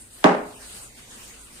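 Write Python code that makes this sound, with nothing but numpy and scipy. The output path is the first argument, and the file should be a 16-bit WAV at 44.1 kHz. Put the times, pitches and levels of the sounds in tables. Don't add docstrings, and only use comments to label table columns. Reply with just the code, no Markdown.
import sys
import numpy as np
from scipy import signal
from scipy.fft import rfft, irfft
from scipy.io import wavfile
from scipy.ndimage import uniform_filter1d

SR = 44100
rng = np.random.default_rng(int(sys.argv[2]) if len(sys.argv) > 2 else 0)


def master(y):
    cut = np.clip(np.atleast_2d(y).T, -1, 1)
    pcm = np.round(cut * 32767)
    wavfile.write(sys.argv[1], SR, pcm.astype(np.int16))


def convert_level_to_amplitude(level_db):
    exponent = np.asarray(level_db, float) / 20
    return 10 ** exponent


N = 70560

# t/s, level/dB
SWELL = [(0, -51), (.09, -56.5), (0.192, -49), (.36, -56), (.5, -52), (.59, -51), (.63, -46.5), (.69, -47),
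         (.77, -43.5), (.83, -46.5), (0.942, -53.5), (0.986, -48), (1.075, -52), (1.12, -47), (1.24, -46),
         (1.35, -49), (1.45, -51.5), (1.6, -47)]
# f/Hz, density/dB per Hz
HISS_SPECTRUM = [(500, -13), (1250, -7.5), (3000, -8), (5500, -11), (7300, -8.5), (9000, -1.5),
                 (10600, -13.5), (15500, -20.5)]
# f/Hz, density/dB per Hz
RUMBLE_SPECTRUM = [(20, 5), (38, -9), (75, -4.5), (140, -9.5), (200, -3), (330, -7), (500, -7.5),
                   (900, -28)]
# f/Hz, width/Hz, level/dB
DRONES = [(51.9, 8, -58), (97, 3.8, -67), (119, 8.3, -64), (245.8, 24, -66.5)]
# f/Hz, level/dB, t60/s, left minus right/dB
TABLE_MODES = [(185.3, -6, .25, -0.5), (206.5, -13, 0.15, 3), (260.4, -14, 0.5, 4.5), (306.7, 4, 0.14, -4),
               (418, -6, 0.52, 0), (394.4, -10, .12, -7.5), (865, -15, 0.52, 4), (628.7, -1.5, .13, -13),
               (790, -13, 0.31, 20.5), (826.7, -12, 0.37, -12), (922, -10.5, 0.3, -7),
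               (1125, -3.5, 0.17, 0.5), (1210, -15, 0.15, -20), (1331, -11, .12, -13)]
# f/Hz, level/dB, t60/s, left minus right/dB
GLASS_MODES = [(1480, -5, .022, -3), (2160, -24, .08, 0), (3520, -16, .018, 0)]
# f/Hz, t60/s
ROOM_T60 = [(100, 0.32), (300, 0.457), (700, 0.5163), (1500, 0.4342), (3000, 0.4324), (6000, 0.38),
            (12000, 0.01)]
# f/Hz, level/dB
ROOM_COLOUR = [(100, -37), (170, 0.5), (400, 2.5), (900, 4), (2000, 3.5), (4000, -1.5), (8000, 6.5),
               (13000, 11.5)]
# f/Hz, correlation/1
LIKENESS = [(60, 0.82), (180, 0.94), (550, 0.4), (1650, -0.09), (4970, 0), (15000, 0.1)]

KNOCK_S = 0.2392
SPREAD_S = 0.13
SIDES = np.array([[1], [-1]])


def at_hz(points, hz):
    table_hz, value = np.transpose(points)
    return np.interp(np.log(hz), np.log(table_hz), value)


def rms_one(x):
    return x / np.sqrt(np.mean(x ** 2) + 1e-20)


def drift(rate_hz):
    step = 40
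    pole = np.exp(-2 * np.pi * rate_hz * step / SR)
    white = rng.standard_normal(N // step + 2002)
    slow = signal.lfilter([1], [1, -2 * pole, pole * pole], white)[2000:]
    return np.interp(np.arange(N) / step, np.arange(len(slow)), rms_one(slow))


def band_pass(x, edges_hz):
    return signal.sosfilt(signal.butter(2, edges_hz, "band", fs=SR, output="sos"), x)


def diffuse_noise(gain_at, size):
    settle = 8000
    edges_hz = 19 * 2 ** np.arange(0, 9.9, 1 / 3)
    white = rng.standard_normal((2, 2, size + settle))
    out = 0
    for k, (low_hz, high_hz) in enumerate(zip(edges_hz, edges_hz[1:])):
        mid, side = band_pass(white[k % 2], [low_hz, high_hz])[:, settle:]
        hz = np.sqrt(low_hz * high_hz)
        alike = np.clip(at_hz(LIKENESS, hz), -1, 1)
        stereo = np.sqrt(1 + alike) * mid + np.sqrt(1 - alike) * side * SIDES
        out = out + gain_at(hz) * stereo
    return out


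def hiss(swell_db):
    trim_db, patchy_db, patchy_hz = 4, 2.5, 7.9

    def gain_at(hz):
        below_db = -40 * (hz < HISS_SPECTRUM[0][0])
        return convert_level_to_amplitude(at_hz(HISS_SPECTRUM, hz) + below_db + patchy_db * drift(patchy_hz))

    return convert_level_to_amplitude(swell_db + trim_db) * rms_one(diffuse_noise(gain_at, N))


def rumble(swell_db):
    level_db, patchy_db, follow = -56, -0.23, 0.53
    together = drift(15)

    def gain_at(hz):
        above_db = -60 * (hz > RUMBLE_SPECTRUM[-1][0])
        lumps = 0.38 * together + drift(6.6)
        return convert_level_to_amplitude(at_hz(RUMBLE_SPECTRUM, hz) + above_db + patchy_db * lumps)

    noise = diffuse_noise(gain_at, N)
    return convert_level_to_amplitude(level_db + follow * (swell_db - swell_db.mean())) * rms_one(noise)


def drones():
    out = 0
    for hz, width_hz, db in DRONES:
        pole = np.exp(-np.pi * width_hz / SR)
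        resonance = [1, -2 * pole * np.cos(2 * np.pi * hz / SR), pole * pole]
        white = rng.standard_normal((2, N + SR))
        mid, side = signal.lfilter([1, 0, -1], resonance, white)[:, SR:]
        out = out + convert_level_to_amplitude(db) * rms_one(mid + 0.3 * side * SIDES)
    return out


def lead_in():
    lead_s, level_db, right_drop_db = 0.011, -30, 20
    t = np.arange(N) / SR - KNOCK_S + lead_s
    burst = band_pass(rng.standard_normal(N), (250, 1600)) * (t > 0) * (t < lead_s + 0.003)
    return convert_level_to_amplitude(level_db - np.array([[0], [right_drop_db]])) * burst


def knock():
    level_db, left_lag_s = -11, 0.00023
    thump_db, contact_hz = 10.5, 1760
    tick_db, tick_hz = -9, 3360
    t, hz = np.arange(N) / SR, np.fft.rfftfreq(N, 1 / SR)
    rings = 0
    for mode_hz, db, t60_s, pan_db in TABLE_MODES + GLASS_MODES:
        decay = convert_level_to_amplitude(-60 * t / t60_s)
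        rings = rings + convert_level_to_amplitude(db + SIDES * pan_db / 2) * decay * np.sin(2 * np.pi * mode_hz * t)
    thump = convert_level_to_amplitude(thump_db) * 10 / (1 + 1j * hz / contact_hz) ** 3
    tick = convert_level_to_amplitude(tick_db) * 10 / (1 + 1j * hz / tick_hz) ** 2
    arrival_s = KNOCK_S + np.array([[left_lag_s], [0]])
    travel = np.exp(-2j * np.pi * (hz * arrival_s + 2 * SPREAD_S * np.sqrt(hz)))
    rings = irfft(rfft(rings) * travel, N)
    pulse = irfft((thump + tick) * travel, N)
    return convert_level_to_amplitude(level_db) * rings, convert_level_to_amplitude(level_db) * pulse


def scatter(grit, level_db, t60_s, edges_hz, t):
    return convert_level_to_amplitude(level_db) * band_pass(grit * (t > 0) * convert_level_to_amplitude(-60 * np.abs(t) / t60_s), edges_hz)


def crack():
    rim_hz = (1400, 3700)
    t = np.arange(N) / SR - KNOCK_S - SPREAD_S / np.sqrt(rim_hz[1])
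    rim, sheen = rng.standard_normal((2, 2, N))
    rim = rim * rng.exponential(1, (2, N))
    return scatter(rim, -7, 0.021, rim_hz, t) + scatter(sheen, -36, 0.21, (2600, 10200), t)


def room(x):
    level_db, build_s = -23.5, 0.0018
    lump_db, lump_hz = 1.5, 250
    t = np.arange(SR // 2 + SR // 4) / SR

    def gain_at(hz):
        return convert_level_to_amplitude(at_hz(ROOM_COLOUR, hz) - 60 * t / at_hz(ROOM_T60, hz))

    echo = diffuse_noise(gain_at, len(t)) * (1 - np.exp(-t / build_s))
    echo = echo * convert_level_to_amplitude(lump_db * drift(lump_hz)[:len(t)])
    return convert_level_to_amplitude(level_db) * signal.fftconvolve(x[None], echo, axes=1)[:, :N]


def scene():
    low_cut_hz, top_cut_hz = 156, 12000
    swell_db = np.interp(np.arange(N) / SR, *np.transpose(SWELL))
    background = hiss(swell_db) + rumble(swell_db) + drones()
    rings, pulse = knock()
    reflected = room(pulse[1] + 0.027 * rings[1])
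    struck = lead_in() + rings + pulse + crack() + reflected
    struck = signal.sosfilt(signal.butter(8, low_cut_hz, "high", fs=SR, output="sos"), struck)
    struck = signal.sosfilt(signal.butter(8, top_cut_hz, fs=SR, output="sos"), struck)
    return background + struck


def gate(x):
    dip_db, quiet_db, from_hz = -2.7, -72, 1100
    under_loud_db, top_hz = -56, 10800
    turn = np.array([[1, 0.96], [1, -0.99]]) / np.sqrt(2)
    hz, _, z = signal.stft(turn @ x, SR, nperseg=2048)
    hz = hz[:, None]
    power = np.abs(z) ** 2
    narrow = np.repeat(power[:, :1024].reshape(2, 128, 8, -1).mean(axis=2), 8, axis=1)
    narrow = np.concatenate([narrow, power[:, -1:]], axis=1)
    wide = uniform_filter1d(power, size=64, axis=1)
    weak = (narrow < wide * convert_level_to_amplitude(2 * dip_db)) & (hz > from_hz) & (wide < convert_level_to_amplitude(2 * quiet_db))
    loudest = power.max(axis=(0, 1))
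    masked = (narrow < loudest * convert_level_to_amplitude(2 * under_loud_db)) & (hz > top_hz)
    return turn @ signal.istft(z * ~(weak | masked), SR, nperseg=2048)[1][:, :N]


def roll_off(x):
    return signal.sosfilt(signal.butter(12, 16100, fs=SR, output="sos"), x)


def record(dry):
    ceiling, top_cut_hz = 1.7, 16700
    rounded = ceiling * np.tanh(dry / ceiling)
    sos = signal.cheby2(12, 70, top_cut_hz, fs=SR, output="sos")
    mix = gate(signal.sosfilt(sos, rounded))
    return roll_off(mix)


dry = scene()
out = record(dry)
master(out)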